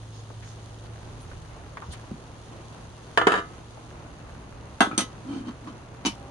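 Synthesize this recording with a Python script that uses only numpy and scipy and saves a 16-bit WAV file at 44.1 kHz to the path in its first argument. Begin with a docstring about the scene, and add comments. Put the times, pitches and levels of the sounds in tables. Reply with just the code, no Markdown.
"""Fat sizzles and a wood fire rumbles and crackles in an open shed, over a low distant hum.
A metal spoon stirs meat in a cast pot with dull taps and light scrapes; the lid drops on and rattles
to rest. The spoon is knocked on the covered pot, put down, slid along and let go with a last clank,
as a faint far tone sets in. Each metal hit is ringing modes and a noisy clatter over a hollow thump;
the sizzle is a stream of tiny bursts, the fire fluttering low noise."""
import sys
import numpy as np
from scipy.fft import rfft, irfft, next_fast_len
from scipy.io import wavfile
from scipy.ndimage import map_coordinates

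SR = 44100
rng = np.random.default_rng(int(sys.argv[2]) if len(sys.argv) > 2 else 0)


def unload_audio(sound):
    """Save the sound as a 16-bit wav file, at the path given as the first command line argument."""
    columns = np.transpose(np.atleast_2d(sound))
    # keep every value between -1 and 1, then stretch to whole-number steps
    steps = np.round(np.clip(columns, -1, 1) * 32767)
    wavfile.write(sys.argv[1], SR, steps.astype(np.int16))


N = 278041
TIME = np.arange(N) / SR
RING_TIME = np.arange(SR // 3) / SR  # time axis of one hit

# stereo image, narrow in the bass and wide above: f/Hz, left-right correlation
STEREO_LIKENESS = [(30, 0.87), (120, 0.92), (280, 0.96), (580, 0.49), (1240, 0.35), (3000, -0.34),
                   (6000, 0.18), (9000, -0.014)]
# thump of the hearth under pot and spoon: f/Hz, level/dB, t60/s
HEARTH_MODES = [(210, 2.5, 0.091), (257, 7.5, 0.077), (301, 4, 0.1), (404, -27, 0.064)]


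def amp(db):
    """Decibels to gain."""
    return 10 ** (np.asarray(db) / 20)


def unit(x):
    """Scale to rms 1."""
    return x / np.sqrt(np.mean(x ** 2) + 1e-20)


def unit_blow(x):
    """Scale a stereo hit to the energy of 10 ms at rms 1."""
    return x / np.sqrt(np.sum(x ** 2) / (2 * SR / 100))


def pan(db):
    """Stereo gains: left up and right down by db."""
    return amp([[db], [-db]])


def along(points, hz):
    """Read a curve of (f/Hz, value) points on a log frequency axis."""
    freqs, values = np.transpose(points)
    return np.interp(np.log(hz + 1), np.log(freqs), values)


def wobble(rate):
    """A smooth random curve, rate knots a second."""
    return map_coordinates(rng.standard_normal(int(N * rate / SR) + 4), [TIME * rate])


def ramp(start_s, length_s):
    """A linear fade from 0 to 1."""
    return np.clip((TIME - start_s) / length_s, 0, 1)


def swells(rows):
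    """Bell-shaped gain envelopes from rows of peak t/s, half length/s, level/dB."""
    return sum(amp(db) * np.exp(-((TIME - s) / length) ** 2) for s, length, db in rows)


def add(out, s, sound):
    """Mix a sound in at s seconds."""
    part = out[:, round(s * SR):][:, :sound.shape[1]]
    part += sound[:, :part.shape[1]]


def coloured(x, level_db):
    """Minimum-phase EQ with the curve level_db(hz): nothing rings ahead of an attack."""
    n = x.shape[-1]
    size = 2 * next_fast_len(n // 2 + 4096)
    gain = amp(level_db(np.fft.rfftfreq(size, 1 / SR)))
    cepstrum = irfft(np.log(gain + 1e-6))
    cepstrum[1:size // 2] *= 2
    cepstrum[size // 2 + 1:] = 0
    return irfft(rfft(x, size) * np.exp(rfft(cepstrum)))[..., :n]


def stereo_angle(hz):
    """Mid-side angle in radians that sets the width at each frequency."""
    return np.arccos(np.clip(along(STEREO_LIKENESS, hz), -1, 1)) / 2


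def stereo_noise(n, envelope=1):
    """White noise whose left and right are alike in the bass only."""
    pair = rng.standard_normal((2, n)) * envelope
    size = 2 * next_fast_len(n // 2 + 1)
    angle = stereo_angle(np.fft.rfftfreq(size, 1 / SR))
    mid, side = irfft(rfft(pair, size) * [np.cos(angle), np.sin(angle)])[:, :n]
    return np.array([mid + side, mid - side])


def rush(level_db, grain_db=0):
    """A coloured noise bed of rms 1; grain breaks it into tiny bursts."""
    bursts = amp(grain_db * np.clip(wobble(700), -3, 3))
    return unit(coloured(stereo_noise(N, bursts), level_db))


def sizzle():
    """Fat bursts and spits, flares as wet meat meets hot metal, and is a little quieter under the lid."""
    # spectrum of the frying fat: f/Hz, level/dB
    spectrum = [(1000, -21), (2200, -21.5), (3000, 1), (4200, -1), (5300, -5.5), (6700, -0.5), (7300, -13),
                (8400, -8.5), (9800, -7), (11000, -17), (12500, -32)]
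    # the spoon turns the meat: peak t/s, half length/s, level/dB, centre f/Hz, half width/Hz
    flares = [(0.18, 0.075, -60, 4780, 1800), (0.5, 0.055, -57, 6550, 2000),
              (0.859, 0.014, -57, 3500, 1500), (1.221, .02, -57, 9550, 400), (1.93, 0.022, -47, 3400, 3000),
              (1.931, 0.012, -45, 9200, 1500)]
    open_db, lid_cut_db, spits_per_s = -57.5, 1.74, 45
    level_db = open_db - lid_cut_db * ramp(3.4, length_s=0.44) + 0.64 * wobble(4.4)
    colour = lambda hz: along(spectrum, hz)
    spits = (rng.random(N) < spits_per_s / SR) * rng.standard_normal((2, N))
    spitting = amp(-10.5) * unit(coloured(spits, colour))
    out = amp(level_db) * (rush(colour, grain_db=2.0) + spitting)
    for s, length, db, centre_hz, width_hz in flares:
        band = lambda hz: colour(hz) - 20 * np.log10(1 + ((hz - centre_hz) / width_hz) ** 2)
        hiss = unit(coloured(rng.standard_normal((2, len(RING_TIME))), band))
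        swell = np.exp(-(RING_TIME / length - 2) ** 2)
        add(out, max(s - 2 * length, 0), amp(db) * hiss * swell)
    return out


def fire():
    """Flames flutter low and surge; the draught and the boiling pot make a soft roar that builds at first."""
    # spectrum that rumble and roar are cut from: f/Hz, level/dB
    spectrum = [(12, -52), (20, -23), (53, -7.5), (81, -8.5), (96, -0.5), (113, 8.5), (174, -15.5),
                (200, -16), (340, -18), (439, -19), (1060, -22.5), (2200, -33), (2860, -33.5), (4840, -120)]
    # the flames surge: peak t/s, half length/s, level/dB
    surges = [(1.27, 0.26, -53), (4.42, .15, -56)]
    rumble_eq = [(85, 12.5), (125, -19.5), (250, -31.5)]  # f/Hz, gain/dB
    roar_eq = [(100, -25.5), (160, 0.0)]
    rumble_db = -49.5
    roar_db = -46 - 3.5 * (1 - ramp(0, length_s=0.98))
    rumble = rush(lambda hz: along(spectrum, hz) + along(rumble_eq, hz))
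    roar = rush(lambda hz: along(spectrum, hz) + along(roar_eq, hz), grain_db=1.0)
    flutter, waver = amp(.9 * wobble(7)), amp(.8 * wobble(9))
    flames = (amp(rumble_db) + swells(surges)) * flutter * rumble * pan(-.8)
    return flames + amp(roar_db) * waver * roar


def crackle():
    """Sparse, faint ticks from the burning wood."""
    # spectrum of a tick: f/Hz, level/dB
    spectrum = [(200, -23), (700, -2), (1600, 3.5), (4000, -18), (10000, -26)]
    ticks_per_s, level_db = 7, -67
    ticks = (rng.random(N) < ticks_per_s / SR) * rng.uniform(.4, 1, (2, N))
    return amp(level_db) * unit(coloured(ticks, lambda hz: along(spectrum, hz)))


def hum():
    """A low hum creeps up in pitch and settles in level; near the end a wavering far tone joins it."""
    # partials of the far tone: f/Hz, level/dB
    partials = [(268, -2), (560, -8.5), (798, -6)]
    start_hz, rise_hz_per_s = 109.2, 1.15
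    loud_db, steady_db, far_db = -43, -50.5, -49
    pitch_hz = start_hz + rise_hz_per_s * TIME
    level_db = loud_db + (steady_db - loud_db) * ramp(0.76, length_s=0.95)
    tone = lambda hz: np.sqrt(2) * np.sin(2 * np.pi * np.cumsum(hz) / SR)
    low = amp(level_db + 1.15 * wobble(6.8)) * tone(pitch_hz + 0.667 * wobble(12))
    far = sum(amp(db + 1.2 * wobble(30)) * tone(hz + 4 * wobble(40)) for hz, db in partials)
    return low * pan(-.5) + amp(far_db) * ramp(6.08, length_s=.1) * far


def slips(resonances):
    """Tiny slips of an edge excite damped metal resonances, at rms 1."""
    def power(hz):
        return sum(amp(db) ** 2 / (1 + ((hz - centre) / width) ** 2) for centre, width, db in resonances)
    return rush(lambda hz: 10 * np.log10(power(hz)), grain_db=3)


def scrapes():
    """The spoon grazes the pot wall while stirring; later its edge sings as it is slid along."""
    # strokes of stirring and of sliding: peak t/s, half length/s, level/dB
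    stirs = [(.18, 0.055, -57.5), (.48, .05, -55), (1.89, .06, -60.5)]
    slides = [(5.353, 0.055, -46), (5.486, 0.026, -48.5), (5.69, .02, -53)]
    # metal resonances that each excites: f/Hz, half width/Hz, level/dB
    stir_resonances = [(3500, 40, 0), (4100, 32, -3), (4660, 30, -4), (5280, 30, 0), (6260, 50, -1),
                       (6640, 50, 1)]
    slide_resonances = [(1075, 25, 0), (1290, 19, 4), (1500, 31, 1), (2340, 70, -4), (3104, 35, 6.5),
                        (3830, 60, -4), (4400, 60, -3), (5170, 73, -8), (6170, 51, -5)]
    return slips(slide_resonances) * swells(slides) + slips(stir_resonances) * swells(stirs)


def taps():
    """Contacts damped by food and hand: a click and a short noise burst through one resonance."""
    # dull knocks of stirring and handling: t/s, level/dB, centre f/Hz, sharpness, t60/s
    contacts = [(0.302, -43.5, 398, 2.8, 0.07), (.302, -46, 1050, 3.9, 0.058), (.428, -46.5, 1700, 2, .2),
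                (1.315, -44.5, 1210, 3, 0.035), (1.771, -36, 1040, 3.3, 0.06), (1.772, -41, 1710, 3, .07),
                (1.821, -35.5, 990, 3.5, 0.14), (1.885, -29.5, 86, 1.7, 0.32),
                (1.935, -42, 1300, 1.2, 0.16), (2.112, -29, 174, 2.5, 0.12), (3.773, -44, 690, 3.6, 0.064),
                (4.9117, -31, 1310, 16, 0.17), (4.913, -43, 2415, 28, 0.19), (5.484, -42, 1190, 4.7, 0.17),
                (5.672, -38.5, 1090, 5.2, 0.12)]
    out = np.zeros((2, N))
    for s, db, centre_hz, sharpness, t60 in contacts:
        burst = stereo_noise(len(RING_TIME)) * amp(-60 * RING_TIME / t60)
        burst[:, 0] += 8  # the first touch arrives as one click
        detune = lambda hz: (hz + 1) / centre_hz - centre_hz / (hz + 1)
        resonance = lambda hz: -20 * np.log10(1 + (sharpness * detune(hz) / 2) ** 2)
        add(out, s, amp(db) * unit_blow(coloured(burst, resonance)))
    return out


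def ring(modes, scatter_db=2):
    """Each hit excites the modes in a new balance; the higher ones reach the two ears out of step."""
    hz, db, t60 = np.transpose(modes)[:, :, None]
    side_draw, level_draw, phase_draw = rng.standard_normal((3, len(modes), 1))
    ear_shift = stereo_angle(hz) * np.sign(side_draw)
    attack = 1 - np.exp(-RING_TIME / .0001)
    envelope = attack * amp(db + scatter_db * level_draw - 60 * RING_TIME / t60)
    phase = 2 * np.pi * hz * RING_TIME + phase_draw * np.minimum(hz / 1000, np.pi)
    ears = [np.sum(envelope * np.sin(phase + side * ear_shift), axis=0) for side in (1, -1)]
    return unit_blow(np.array(ears))


def clatter(spectrum, crack_t60, tail_t60, tail_db):
    """Noise between the modes: a sharp crack, then the dense tail of metal and shed."""
    envelope = amp(-60 * RING_TIME / crack_t60) + amp(tail_db - 60 * RING_TIME / tail_t60)
    burst = stereo_noise(len(RING_TIME)) * envelope
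    return unit_blow(coloured(burst, lambda hz: along(spectrum, hz)))


def tilt(x, db_per_khz):
    """Tilt the treble: up for a harder contact, down for a softer one."""
    return coloured(x, lambda hz: db_per_khz * (np.clip(hz, 1500, 10000) - 1500) / 1000)


def strike(hits, modes, spectrum, thump_modes, ring_db, clatter_db, pan_db, **clatter_shape):
    """Struck metal rings and clatters over a hollow thump."""
    out = np.zeros((2, N))
    for s, metal_db, thump_db, db_per_khz in hits:
        tones, thump = ring(modes), ring(thump_modes)
        metal = amp(ring_db) * tones + amp(clatter_db) * clatter(spectrum, **clatter_shape)
        metal = tilt(metal, db_per_khz)
        add(out, s, amp(metal_db) * metal * pan(pan_db) + amp(thump_db) * thump * pan(-1.1))
    return out


def lid():
    """The lid hits the rim, tips over and chatters into its seat, rocking the whole pot."""
    # the lid lands: t/s, metal level/dB, thump level/dB, treble tilt/(dB per kHz)
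    hits = [(3.1745, -15.5, -37, 0.15), (3.1802, -20.5, -46, 0), (3.2145, -20.5, -33, -1.5),
            (3.2695, -14.5, -13.5, -0.14), (3.2725, -17.5, -25.5, 0), (3.284, -33, -40, 1.5),
            (3.3205, -24, -28, 1), (3.339, -21.5, -28.5, -1)]
    # ring of the lid and thump of the rocking pot: f/Hz, level/dB, t60/s
    modes = [(318, -9, .32), (403, -3.5, .2), (436, -10, .17), (479, -6, .25), (678, -6, .22),
             (965, -1, .17), (1190, 3, .21), (1281, -1.5, .4), (1351, -2, .22), (1400, 0, .23),
             (1480, -6, .2), (1632, -6, .17), (1679, -2, .22), (1759, -1.5, .22), (1803, -9, .17),
             (1860, -10, .17), (2040, -14, .38), (2350, -15, .18), (2620, 0, .05), (3150, -2, .045),
             (2826, -14, .15), (2907, -13, .18), (3040, -9, .17), (3430, -10, .16), (3780, -18, .18),
             (4800, -16, .08), (6650, -18, .08), (6794, -24, .2)]
    rock_modes = [(191, -6.5, 0.052), (306, 5, 0.015), (408, 0, 0.037)]
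    # spectrum of the lid's clatter: f/Hz, level/dB
    spectrum = [(100, -34), (300, -8.5), (430, 3), (560, -1), (1000, 1.5), (1700, -0.5), (2200, -10.5),
                (3100, -15), (4200, -21.5), (6500, -28.5), (10000, -32.5), (12500, -55)]
    out = strike(hits, modes, spectrum, rock_modes, ring_db=1.5, clatter_db=1.7, pan_db=-0.5,
                 crack_t60=0.038, tail_t60=0.19, tail_db=-11)
    rattle_times = np.linspace(3.298, 3.386, num=9) + rng.normal(0, .002, size=9)
    for s in rattle_times:
        tones, thump = ring(modes, scatter_db=4), ring(rock_modes)
        chatter = clatter(spectrum, crack_t60=0.067, tail_t60=0.18, tail_db=-3)
        contact = amp(2.5) * tones + amp(1.0) * chatter + amp(-4) * thump
        add(out, s, amp(-29.5) * tilt(contact, db_per_khz=0.26))
    return out


def pot_knock():
    """One hard knock of the spoon rings the covered pot; small rebounds follow."""
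    # knock and rebounds: t/s, metal level/dB, thump level/dB, treble tilt/(dB per kHz)
    hits = [(4.8056, -10, -19.5, 0.26), (4.8095, -23, -17, -0.5), (4.871, -51, -25, -6),
            (4.9125, -37, -31, -1), (4.93, -43, -28.5, -1)]
    # ring of the covered pot: f/Hz, level/dB, t60/s
    modes = [(404, -2, .2), (480, -9, .18), (690, -4, .15), (790, -3, .13), (942, -2, .13), (1094, -9, .2),
             (1303, 1, .24), (1398, -2, .2), (1486, -3, .17), (1599, -6, .17), (1700, -5, .15),
             (1771, -2.5, .15), (2019, -6, .18), (2200, -14, .14), (2697, -8, .11), (2815, -12, .15),
             (3262, -6.5, .17), (3490, -13, .17), (3693, -11, .2), (4140, -19, .2), (4619, -15, .11),
             (4850, -14, .09), (6056, -16, .13), (6406, -14, .15), (9100, -15, .13)]
    # spectrum of the pot's clatter: f/Hz, level/dB
    spectrum = [(100, -52), (400, -5), (800, 6), (1600, 1.5), (2200, -13.5), (3400, -8), (5000, -21),
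                (6500, -20.5), (7800, -26), (9500, -20), (12500, -43)]
    return strike(hits, modes, spectrum, HEARTH_MODES, ring_db=-1.4, clatter_db=-2.0, pan_db=-0.1,
                  crack_t60=0.0075, tail_t60=0.19, tail_db=4)


def spoon_clinks():
    """The spoon bounces and rings brightly as it is put down."""
    # bounces: t/s, metal level/dB, thump level/dB, treble tilt/(dB per kHz)
    hits = [(4.978, -18, -20.5, 0.23), (4.987, -19.5, -23.5, -1.2), (5.006, -22, -39.5, -1),
            (5.019, -44, -27, -2)]
    # ring of the spoon: f/Hz, level/dB, t60/s
    modes = [(1279, -7, .28), (2005, -13, .19), (3025, -9, .17), (3203, -13, .13), (3750, -6, .15),
             (4375, -15, .14), (6038, -2.5, .125), (6275, -11, .14), (6560, -13, .2), (8478, 1.5, .065),
             (8586, -4, .07), (10120, -17, .15), (11080, -15, .1)]
    # spectrum of the spoon's clatter: f/Hz, level/dB
    spectrum = [(100, -19), (420, -4.5), (1300, -1.5), (1800, -8), (3300, -3), (5200, -9), (6300, 1),
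                (7600, -25), (8600, -5), (10000, -19), (12500, -27)]
    return strike(hits, modes, spectrum, HEARTH_MODES, ring_db=-3.2, clatter_db=-3.0, pan_db=0.1,
                  crack_t60=0.026, tail_t60=0.15, tail_db=20)


def hearth_judder():
    """Each push of the sliding spoon makes the hearth judder."""
    # pushes: peak t/s, half length/s, level/dB
    pushes = [(5.34, 0.087, -31), (5.485, 0.029, -33), (5.68, 0.043, -39)]
    # spectrum of the judder: f/Hz, level/dB
    spectrum = [(100, -41), (200, 1.5), (275, 8), (330, -0.5), (420, -17.5), (1100, -18), (2000, -34),
                (6200, -50), (9000, -38), (12000, -68)]
    return swells(pushes) * rush(lambda hz: along(spectrum, hz), grain_db=-0.5)


def plate_clanks():
    """The spoon's handle touches the iron stove plate twice, then clanks onto it when let go."""
    # handle contacts: t/s, metal level/dB, thump level/dB, treble tilt/(dB per kHz)
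    hits = [(5.481, -52, -40, -2), (5.674, -50, -39, -0.5), (6.0507, -24.5, -24, -1),
            (6.058, -24, -27.5, 0.5), (6.065, -22, -19, 0), (6.083, -37, -24, -3)]
    # ring of handle on plate: f/Hz, level/dB, t60/s
    modes = [(746, -2, 0.054), (925, 0.5, .15), (1090, -6, 0.15), (1280, -6, 0.14), (1505, -11, 0.19),
             (2306, -4.5, 0.14), (2945, -7, 0.12), (3003, 1, 0.13), (3874, -3, 0.1), (4350, -9, .1),
             (5290, -25, .14), (6110, -4, 0.086), (6074, -1.5, 0.067), (6825, -7, 0.1), (7780, -15, 0.091),
             (8600, -16, 0.11), (9160, -11, 0.082), (9900, -18, .15)]
    # spectrum of their clatter: f/Hz, level/dB
    spectrum = [(100, -17), (500, -6), (1000, 2), (1400, -2.5), (1850, -7.5), (2350, 2.5), (4400, -4),
                (6000, -1.5), (7000, -13), (7500, -17), (9200, -16), (12500, -24)]
    return strike(hits, modes, spectrum, HEARTH_MODES, ring_db=-2.0, clatter_db=-4.0, pan_db=0.1,
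                  crack_t60=0.035, tail_t60=0.17, tail_db=10)


def scene():
    """Cookware up front, over a bed of sizzle, fire and hum."""
    # how well the cookware radiates: f/Hz, gain/dB
    radiation = [(80, -51), (135, -19), (190, -2.5), (10500, 0.5), (12500, -5)]
    handling = lid() + pot_knock() + spoon_clinks() + plate_clanks() + hearth_judder() + scrapes()
    cookware = coloured(handling, lambda hz: along(radiation, hz))
    return cookware + taps() + sizzle() + fire() + crackle() + hum()


def record(dry):
    """Soft-clip the highest peaks, let the left side lead slightly and cut the top treble."""
    ceiling, left_lead_s, top_hz = .9, .00011, 12683
    rounded = dry / (1 + np.abs(dry / ceiling) ** 6) ** (1 / 6)
    size = next_fast_len(N + SR // 2)
    hz = np.fft.rfftfreq(size, 1 / SR)
    time_shift = np.exp(1j * np.pi * hz * left_lead_s * np.array([[1], [-1]]))
    return irfft(rfft(rounded, size) * time_shift * (hz < top_hz), size)[:, :N]


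dry = scene()
out = record(dry)
unload_audio(out)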